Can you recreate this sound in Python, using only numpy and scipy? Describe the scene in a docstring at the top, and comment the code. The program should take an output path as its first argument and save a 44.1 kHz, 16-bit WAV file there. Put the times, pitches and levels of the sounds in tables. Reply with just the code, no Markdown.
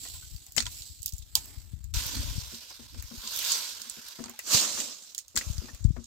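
"""Dry branches are beaten on the ground: twigs snap as short noise bursts that ring, and sticks rap.
Leafy brush is dragged, lifted and dropped on a hillside: its rustle is noise made of tiny cracks.
The hand-held camera body knocks with a hollow ring; wind noise and slaps hit mostly the left port.
Two scenes follow each other: near 1.94 s the rustle switches abruptly from dry grass to dead leaves."""
import sys
import numpy as np
from scipy import signal
from scipy.fft import rfft, irfft
from scipy.io import wavfile
from scipy.ndimage import uniform_filter1d

SR = 44100
rng = np.random.default_rng(int(sys.argv[2]) if len(sys.argv) > 2 else 0)


def master(y):
    """Save y as 16-bit WAV."""
    cut = np.clip(np.atleast_2d(y).T, -1, 1)
    pcm = np.round(cut * 32767)  # scale
    wavfile.write(sys.argv[1], SR, pcm.astype(np.int16))


N = 267246  # length in samples

LOW_HZ, HIGH_HZ = 2500, 9500  # borders between the low, middle and high zones


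def amp(db):
    """Turns decibels into gain."""
    return 10 ** (np.asarray(db) / 20)


def evened(x):
    """Scales to rms 1."""
    return x / np.sqrt(np.mean(x ** 2) + 1e-20)


def read(points, hz):
    """Reads a frequency table on a log-frequency axis."""
    f, value = np.transpose(points)
    return np.interp(np.log(hz + 1), np.log(f + 1), value)


def columns(rows, t):
    """Reads every column of a curve at times t."""
    s, *values = np.transpose(rows)
    return [np.interp(t, s, v) for v in values]


def add(mix, s, sound):
    """Mixes a two-channel sound in at time s."""
    part = mix[:, round(s * SR):][:, :sound.shape[1]]
    part += sound[:, :part.shape[1]]


def sides(pan_db):
    """Left and right gains whose mean is 1; positive values lean left."""
    pair = amp(np.array([pan_db / 2, -pan_db / 2]))
    return pair / pair.mean(0)


def zones(hz):
    """Soft masks for the low, middle and high part of the spectrum."""
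    low = 1 / (1 + (hz / LOW_HZ) ** 8)
    high = 1 / (1 + (HIGH_HZ / (hz + 1)) ** 24)
    return low, (1 - low) * (1 - high), high


def colour(points, hz):
    """Cuts a spectrum into zones of power 1, so that each zone can be given its own level."""
    shape = amp(read(points, hz))
    return np.array([shape * z / np.sqrt(np.mean((shape * z) ** 2)) for z in zones(hz)])


def causal(db):
    """Minimum-phase impulse response (energy as early as possible) of a gain on 2049 bins."""
    log_gain = np.log(amp(np.maximum(db, -100)))
    circle = np.concatenate([log_gain, log_gain[-2:0:-1]])
    phase = -signal.hilbert(circle).imag
    return np.fft.ifft(np.exp(circle + 1j * phase)).real[:2048]


def ringing(x, modes, t60):
    """Passes x through decaying modes (natural tones) with energy 1 in all."""
    t = np.arange(1500) / SR
    tones = sum(amp(db) * np.sin(2 * np.pi * hz * t) for hz, db in modes)
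    ring = amp(-60 * t / t60) * tones
    return signal.oaconvolve(x, ring[None] / np.linalg.norm(ring), axes=1)[:, :x.shape[1]]


# Twigs snapping. Each row: start in seconds, middle level in dB, ring of the twig in Hz,
# wood level below 2.5 kHz in dB, sheen level above 9.5 kHz in dB, lean to the left in dB.
TWIG_SNAPS = [(0.051, -37, 4560, -33.5, -55, 1), (0.074, -33, 3540, -49, -55, -4.5),
              (0.362, -38, 4620, -71, -43, -1), (0.4646, -36.5, 7300, -52.5, -44, 3),
              (0.521, -36, 7800, -72, -40, 1), (0.5643, -20, 7060, -23, -30.5, 30),
              (0.5717, -16, 7900, -45, -35, 22), (0.5778, -14.5, 2930, -20, -41, 28),
              (0.5803, -11.5, 4500, -18, -31, 13), (0.596, -33, 6500, -35, -45, -5),
              (0.6031, -16.5, 4650, -23, -38, -12), (0.623, -26, 5540, -27, -37, 2),
              (0.6551, -27, 4280, -38, -55, 2), (0.665, -24, 3360, -24.5, -47, -2.5),
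              (0.744, -38, 7400, -46, -58, -3.5), (0.82, -32, 4200, -58, -47, -4),
              (1.019, -35, 7000, -70, -42, -8), (1.0292, -26, 7940, -70.5, -34, -9.5),
              (1.0593, -20, 6000, -44.5, -21.5, -5.5), (1.0787, -27.5, 5700, -67, -36, -9),
              (1.0912, -35.5, 6500, -72, -37, -17), (1.1223, -34, 6000, -67, -42, -1),
              (1.135, -28.5, 7850, -56, -40, -7), (1.1652, -41, 7500, -76, -49, -8.5),
              (1.181, -34, 7240, -69, -41.5, -7.5), (1.188, -39, 7450, -75, -44, -10),
              (1.223, -39, 3900, -81, -65, 1.5), (1.2744, -57, 3600, -72, -64, -3),
              (1.3529, -9.5, 4770, -31.5, -14.5, -6), (1.3714, -25, 7540, -44, -41, 15),
              (1.4562, -41, 7600, -44, -41, -14), (1.8413, -40.5, 7430, -56.5, -49.5, -16),
              (2.064, -31, 4550, -54, -29, -7), (2.1517, -32, 4300, -41, -35, -7),
              (2.545, -30, 4630, -65, -53, -11), (2.9966, -35, 4550, -60, -53, -4),
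              (3.0239, -38, 6550, -38, -34.5, -3), (3.274, -22.5, 4370, -41, -50, -5),
              (3.361, -29, 5140, -46, -26, -3.5), (3.3724, -29, 5150, -50, -28, -4),
              (3.389, -23.5, 4670, -45, -24, -5), (3.427, -33, 4620, -29, -29, -4.5),
              (3.448, -19, 5120, -38, -29, -8), (3.5188, -11, 7640, -40, -31, -2),
              (3.817, -27, 5150, -64, -37, -6), (3.897, -21.5, 8260, -41, -36, -8),
              (4.0835, -36, 4700, -56, -39, -10), (4.2392, -26, 6200, -47, -59, -1),
              (4.258, -36, 4600, -51, -54, -5), (4.2952, -34.5, 7190, -42, -42, -19),
              (4.3905, -21.5, 8500, -25.5, -31, 0), (4.8013, -17, 7360, -28, -51, -9),
              (5.147, -28, 4900, -46, -35.5, -5), (5.1793, -19.5, 7500, -38, -33, -3.5),
              (5.1868, -23, 6680, -44, -36, -8), (5.2806, -38, 6500, -77, -50.5, -4),
              (5.3561, -20, 7460, -55, -37, -1), (5.3626, -13, 7240, -23, -35, 8),
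              (5.3736, -9.5, 5000, -17, -26, 5), (5.3878, -23, 7000, -53, -33, -16),
              (5.411, -30.5, 4530, -23, -52, -1), (5.58, -31.5, 5100, -42, -47, -6),
              (5.7468, -33.5, 8000, -41, -46, -1), (5.842, -29.5, 7500, -47, -52, -2.5),
              (6.0407, -35.5, 6900, -61, -56, -3)]
# Tone of the snaps. Each row: frequency in Hz, relative level in dB per Hz.
SNAP_SPECTRUM = [(240, -30.5), (400, -13.5), (927, -26), (1120, -19), (1480, -16.5), (2150, -12),
                 (2510, -1.5), (3430, -2.5), (6190, -6), (6800, -2), (9280, -12), (15000, -6.5),
                 (16500, -14)]
# Natural tones of a dry branch. Each row: frequency in Hz, relative level in dB.
BRANCH_MODES = [(780, -39), (960, -2), (1500, -1.5), (1980, 4.5), (2250, 1)]
CRACK_MS, SPLINTERS_DB = 2.06, -6.5  # crack down to 37 % after this time; start of the splinter tail
WOOD_T60, TWIG_T60 = 0.014, 0.006  # dry wood rings briefly: seconds to fall 60 dB
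WOOD_FLOOR_HZ = 665  # a branch radiates little below this


def snaps():
    """Each snap is a short crack of fibres that rings twig and branch, and a weaker tail of splinters."""
    t = np.arange(4000) / SR
    wood, twigs, sheen = trains = np.zeros((3, 2, N))
    for s, level_db, twig_hz, wood_db, sheen_db, pan_db in TWIG_SNAPS:
        a, b = np.sign(rng.standard_normal((2, len(t))))
        onset = 1 - np.exp(-t / 0.00053)
        noise = onset * np.array([a, 0.07 * a + 1.16 * b]) * sides(pan_db)[:, None]
        crack = noise * np.exp(-(t * 1000 / CRACK_MS) ** 2)
        tail = noise * amp(SPLINTERS_DB - 60 * t / 0.1)
        # thin twigs radiate little below their ring
        thin = signal.lfilter(*signal.butter(2, 0.86 * twig_hz, "high", fs=SR), crack + tail)
        branch_ring = ringing(crack, BRANCH_MODES, t60=WOOD_T60)
        twig_ring = ringing(crack, [(twig_hz, 0)], t60=TWIG_T60)
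        add(wood, s, amp(wood_db) * (0.24 * (crack + tail) + 0.1 * branch_ring))
        add(twigs, s, amp(level_db) * (0.5 * thin + 0.42 * twig_ring))
        add(sheen, s, amp(sheen_db) * (crack + 0.4 * tail))
    trains[0] = signal.lfilter(*signal.butter(2, WOOD_FLOOR_HZ, "high", fs=SR), wood)
    gains = colour(SNAP_SPECTRUM, np.fft.rfftfreq(4096, 1 / SR))
    filters = [causal(20 * np.log10(gain + 1e-9)) for gain in gains]
    return sum(signal.oaconvolve(x, k[None], axes=1)[:, :N] for x, k in zip(trains, filters))


# A thick stick raps on wood or ground. Each row: start in seconds, level in dB, pitch in Hz,
# lean to the left in dB.
STICK_RAPS = [(0.054, -45.5, 740, 6), (0.141, -50.5, 1010, 2), (0.223, -50.5, 1500, 12),
              (0.4634, -59, 760, 17), (0.5816, -14, 2150, 12), (0.655, -42, 980, 5), (0.664, -40.5, 990, 4),
              (1.358, -39, 1030, 8), (1.368, -40, 890, 10), (4.19, -41.5, 670, 7), (4.238, -45, 1070, -2),
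              (4.257, -42, 925, -5), (4.293, -44, 790, -8), (4.335, -49, 855, -3),
              (4.3903, -34.5, 1950, 20), (5.361, -32, 1970, 20), (5.3719, -25.5, 1640, 8),
              (5.41, -33, 1975, 10), (5.685, -41.5, 1800, 11)]
# Natural tones of the stick. Each row: multiple of the pitch, relative level in dB.
STICK_MODES = [(1.0, 4), (1.4, -3), (0.75, -15), (1.9, -8), (2.6, -3)]
STICK_CYCLES = 35  # cycles of the pitch until the ring has fallen 60 dB
# contact in ms (down to 37 %) for a rap at SOFT_DB; dB shorter per dB harder
CONTACT_MS, SOFT_DB, HARDENING = 10.8, -42, 0.53


def raps():
    """A ragged contact, shorter for harder blows, rings the modes of the stick."""
    out, t = np.zeros((2, N)), np.arange(3000) / SR
    for s, level_db, hz, pan_db in STICK_RAPS:
        speed = amp(HARDENING * (level_db - SOFT_DB))
        a, b = rng.standard_normal((2, len(t))) * np.exp(-t * 1000 / CONTACT_MS * speed)
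        contact = np.array([a, 0.58 * a + 0.63 * b])
        modes = [(multiple * hz, db) for multiple, db in STICK_MODES]
        ring = ringing(contact, modes, t60=STICK_CYCLES / hz)
        add(out, s, amp(level_db) * ring / abs(ring).max() * sides(pan_db)[:, None])
    return out


# Handfuls of leaves and grass stirred. Each row: time of the peak in seconds, level in dB, rise in dB
# per second, fall in dB per second, then stems below 2.5 kHz and sheen above 9.5 kHz,
# both in dB relative to the level.
LEAF_STIRS = [(0.01, -44, 99, 28.5, -17.5, -5.5), (0.722, -46, 98, 32, -19.5, -5),
              (1.39, -46.5, 398, 94, -12.5, -6), (1.526, -56, 48, 53.5, -6, -3.5),
              (1.945, -34, 99, 21, -14, -9), (3.35, -39.5, 75, 51, -12.5, -4.5),
              (3.518, -29.5, 60.5, 60.5, -15, -10), (4.07, -48.5, 10.5, 33, -13, -7.5),
              (4.29, -55.5, 20, 80, -11, -33), (4.539, -20, 292, 86.5, -14.5, -13),
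              (4.798, -33.5, 95, 89, -14, -12.5), (5.098, -51, 20, 204, -17, -10),
              (5.42, -45.5, 400, 57, -9, -8), (5.522, -47.5, 80, 103, -32, -9),
              (5.645, -48.5, 99, 82, -11, -10), (6.05, -59.5, 31, 25, -19, -21)]
STILL_DB, STILL_STEMS_DB, STILL_SHEEN_DB = -68.5, -76, -74  # the hillside at rest
CUT_S, DROP_S = 1.939, 4.435  # start of the second scene; brush thrown down, in seconds


def stirring(t):
    """Levels of rustle, stems and sheen: each stir swells, dies away and stays within its scene."""
    power = amp([[STILL_DB], [STILL_STEMS_DB], [STILL_SHEEN_DB]]) ** 2
    for s, peak_db, rise, fall, stems_db, sheen_db in LEAF_STIRS:
        slope = np.where(t < s, rise, fall)
        same_scene = (t < CUT_S) == (s < CUT_S)
        level = amp(peak_db - slope * abs(t - s)) * same_scene
        power = power + (level * amp([[0], [stems_db], [sheen_db]])) ** 2
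    return 10 * np.log10(power)


def crackle(per_s, spread_db, grain_ms, bed):
    """Noise whose envelope is a shower of tiny leaf cracks over an even bed."""
    hits = rng.random(N) < per_s / SR
    size = amp(spread_db * np.minimum(rng.exponential(1, N), 5)) * hits / np.sqrt(per_s)
    grain = np.exp(-np.arange(1500) / SR * 1000 / grain_ms)
    power = abs(signal.oaconvolve(size ** 2, grain)[:N])
    return evened(np.sqrt(bed + power / power.mean()) * rng.standard_normal((2, N)))


# Tone of dry grass in the first scene. Each row: frequency in Hz, relative level in dB per Hz.
GRASS_SPECTRUM = [(150, -27), (250, 2.5), (438, -15.5), (795, -12.5), (1190, -16.5), (1320, -14),
                  (2280, -10.5), (4430, 0), (6290, -4.5), (7760, 4.5), (9420, -15.5), (15100, -9),
                  (16500, -47)]
# Tone of dead leaves in the second scene. Each row: frequency in Hz, relative level in dB per Hz.
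LEAF_SPECTRUM = [(150, -25.5), (250, -10.5), (360, -20), (570, -11.5), (780, -21.5), (1000, -7),
                 (1200, -16), (1470, -7.5), (1800, -13.5), (4590, -4), (7500, -8.5), (10500, -16.5),
                 (13000, -5.5), (15700, -18), (16500, -27)]
# Tone of brush thrown down close by. Each row: frequency in Hz, relative level in dB per Hz.
DROP_SPECTRUM = [(150, -26), (250, 0), (337, -14.5), (570, -5), (809, -12.5), (1150, -7), (1980, -12),
                 (2960, -10.5), (7240, -4), (9250, -16.5), (15100, -11), (16500, -47)]
# Likeness of left and right. Each row: frequency in Hz, likeness (1 same, 0 unrelated).
SIDE_LIKENESS = [(60, -0.05), (180, -0.68), (550, 1), (1650, 0.37), (4970, 0.14), (15000, 0.036)]
# Balance of the first scene. Each row: frequency in Hz, lean to the left in dB.
FIRST_BALANCE = [(60, 24), (180, 19), (550, 5), (1650, 7.5), (4970, -6), (15000, -4)]
# Balance of the ports in the second scene. 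Each row: frequency in Hz, lean to the left in dB.
SECOND_BALANCE = [(60, -5), (130, 46), (290, 4), (640, 2.5), (1410, 6), (3100, -3), (6820, -6.5),
                  (15000, -3)]


def rustle():
    """Dead leaves and grass rub and crack; harder handling makes the cracks denser."""
    level_db = stirring(np.arange(N) / SR)[0]
    density = 700 * amp(0.45 * (level_db + 50.5))  # cracks per second
    cracks = crackle(density, spread_db=1.0, grain_ms=3.3, bed=0.13)
    hz, t, (a, b) = signal.stft(cracks, SR, nperseg=512, noverlap=384)
    mid_db, low_db, high_db = stirring(t)
    colours = np.dstack([colour(c, hz) for c in (GRASS_SPECTRUM, LEAF_SPECTRUM, DROP_SPECTRUM)])
    low, mid, high = colours[:, :, np.digitize(t, [CUT_S, DROP_S])]
    shape = amp(low_db - mid_db) * low + mid + amp(high_db - mid_db) * high
    # random patches in time and frequency make the rustle uneven
    patches = uniform_filter1d(rng.standard_normal(a.shape), 20, axis=1)
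    patches = evened(uniform_filter1d(patches, 8, axis=0))
    same = np.clip(read(SIDE_LIKENESS, hz), -1, 1)[:, None]
    pair = np.array([a, same * a + np.sqrt(1 - same ** 2) * b])
    first, second = read(FIRST_BALANCE, hz)[:, None], read(SECOND_BALANCE, hz)[:, None]
    z = pair * shape * amp(1.84 * patches) * sides(np.where(t < CUT_S, first, second))
    return amp(0.5 + level_db) * signal.istft(z, SR, nperseg=512, noverlap=384)[1][:, :N]


# Knocks on the camera body. Each row: start in seconds, tick level in dB, ring level in dB.
BODY_KNOCKS = [(0.575, -32.5, -40), (2.14, -45, -40.5), (2.21, -48, -46), (2.519, -56, -41),
               (2.706, -45.5, -74), (2.794, -53, -46), (2.945, -49.5, -47), (3.111, -45.5, -40.5),
               (3.233, -47, -50.5), (3.798, -54, -59), (3.849, -50, -54), (3.967, -54, -46.5),
               (4.188, -43, -34), (4.238, -43, -42), (4.283, -42.5, -44.5), (4.547, -35.5, -39),
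               (4.773, -39, -44), (4.881, -61, -56), (5.344, -56, -39), (5.616, -51, -39),
               (5.683, -45.5, -49.5), (5.964, -43, -37), (5.99, -67, -52)]
# Natural tones of the body. Each row: frequency in Hz, relative level in dB, seconds to fall 60 dB.
BODY_MODES = [(236.4, -4, 0.16), (262.3, 6.5, 0.056), (360, -3, 0.089), (465, -9, 0.14)]
SWELL_MS, RING_PAN_DB, TICK_PAN_DB = 38.4, 18, 25  # push down to 37 %; leans to the left


def knocks():
    """A dull tick, while the hollow body swells and rings."""
    out, t = np.zeros((2, N)), np.arange(9000) / SR
    ring = sum(amp(db - 60 * t / t60) * np.sin(2 * np.pi * hz * t) for hz, db, t60 in BODY_MODES)
    dull = signal.butter(2, [420, 1600], "band", fs=SR)
    for s, tick_db, ring_db in BODY_KNOCKS:
        a, b = rng.standard_normal((2, len(t)))
        # the grip keeps pushing: noise plus a tone in step with the first mode
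        tone = np.sin(2 * np.pi * BODY_MODES[0][0] * t)
        push = np.exp(-(t * 1000 / SWELL_MS) ** 4) * (tone + 10.6 * a)
        boom = signal.oaconvolve(push, ring)[:len(t)]
        tick = signal.lfilter(*dull, b * amp(-60 * t / 0.081))
        add(out, s, amp(ring_db) * boom / abs(boom).max() * sides(RING_PAN_DB)[:, None])
        add(out, s, amp(tick_db) * tick / abs(tick).max() * sides(TICK_PAN_DB)[:, None])
    return out


# Gusts and jolts that slap the left port. Each row: time of the strongest swing in seconds (roughly),
# relative level in dB, rough pitch in Hz.
PORT_SLAPS = [(0.323, -35, 64.5), (0.353, -32.5, 79), (0.577, -31, 170), (0.657, -35, 69),
              (0.811, -41.5, 81), (1.139, -28.5, 74.5), (1.199, -36, 67), (1.23, -40.5, 63),
              (1.383, -39.5, 72.4), (1.58, -32.5, 73), (1.682, -46, 65), (1.739, -29, 112),
              (1.812, -38, 85), (1.942, -36, 108), (1.973, -21, 68), (2.064, -33, 95), (2.17, -30, 70),
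              (2.201, -27, 72), (2.287, -28, 74.4), (2.384, -23.5, 109), (2.993, -32.5, 80),
              (3.047, -36.5, 68.6), (3.182, -36.5, 63.4), (4.549, -21.5, 170), (5.377, -35, 71),
              (5.475, -26, 72), (5.506, -22, 91), (5.555, -38, 60.5), (5.588, -23, 80),
              (5.741, -34.5, 68.6), (5.813, -34.5, 78.4), (5.855, -8.5, 97), (5.909, -20, 131),
              (5.944, -34.5, 64), (5.977, -43, 160)]
SWINGS = 1.34  # cycles until the fading has reached 37 %


def slaps():
    """A gust or jolt hits the left membrane: a push, then ever slower swings."""
    out, t = np.zeros((2, N)), np.arange(5000) / SR
    for s, level_db, hz in PORT_SLAPS:
        cycles = hz * t
        turns = 1.163 * cycles ** 0.68  # below 1, the power slows the swings
        envelope = (1 - np.exp(-(cycles / 0.36) ** 2)) * np.exp(-(cycles / SWINGS) ** 2)
        swing = envelope * np.sin(2 * np.pi * turns)
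        add(out, s - 0.676 / hz, amp(level_db + 1.0) * swing * sides(63.0)[:, None])
    return out


# Strength of the wind. Each row: time in seconds, relative level in dB, lean to the left in dB.
WIND_CURVE = [(0.0, -53.5, 10), (0.32, -55.5, 35), (0.45, -60, 27), (0.66, -51, 37), (0.9, -56.5, 39),
              (1.4, -54.5, 18), (1.88, -47, 24.5), (1.96, -28, 19), (2.03, -45, 4), (2.24, -35.5, -1),
              (2.41, -45, 24), (2.65, -73.5, 15), (2.97, -47.5, 9), (3.19, -69, 11), (3.4, -62.5, 33),
              (3.98, -84, 25), (4.74, -68, 23), (4.95, -82, 16), (5.32, -75, 9), (5.55, -40.5, 49),
              (5.75, -62.5, 27), (5.86, -28.5, 31), (6.06, -57, 10)]
# Tone of the wind. Each row: frequency in Hz, relative level in dB per Hz.
WIND_SPECTRUM = [(10, -40), (25, -12), (50, 0), (75, 1), (110, -7), (150, -16), (220, -30), (350, -46),
                 (600, -75)]


def wind():
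    """Lumpy turbulence at the ports, unrelated between them."""
    hz = np.fft.rfftfreq(N, 1 / SR)
    # the right port flutters faster: a boost around 300 Hz on that side only
    flutter_db = np.outer([0, 1], 28.0 * np.exp(-np.log((hz + 1) / 300) ** 2 / 0.12))
    gain = amp(read(WIND_SPECTRUM, hz) + flutter_db)
    turbulence = irfft(rfft(rng.standard_normal((2, N))) * gain, N)
    lumps = uniform_filter1d(uniform_filter1d(rng.standard_normal((2, N)), 900), 900)
    lumpy = evened(turbulence * amp(4.8 * evened(lumps)))
    level_db, pan_db = columns(WIND_CURVE, np.arange(N) / SR)
    return amp(level_db + 2.5) * lumpy * sides(pan_db)


def scene():
    """All sources together."""
    return snaps() + raps() + rustle() + knocks() + slaps() + wind()


def record(dry):
    """The microphone's bass roll-off at 30 Hz, then the recorder's band limit at 16 kHz."""
    rolled = signal.lfilter(*signal.butter(2, 30, "high", fs=SR), dry)
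    band_limit = signal.firwin(511, 16000, window=("kaiser", 9), fs=SR)
    return signal.oaconvolve(rolled, band_limit[None], "same")


dry = scene()
out = record(dry)
master(out)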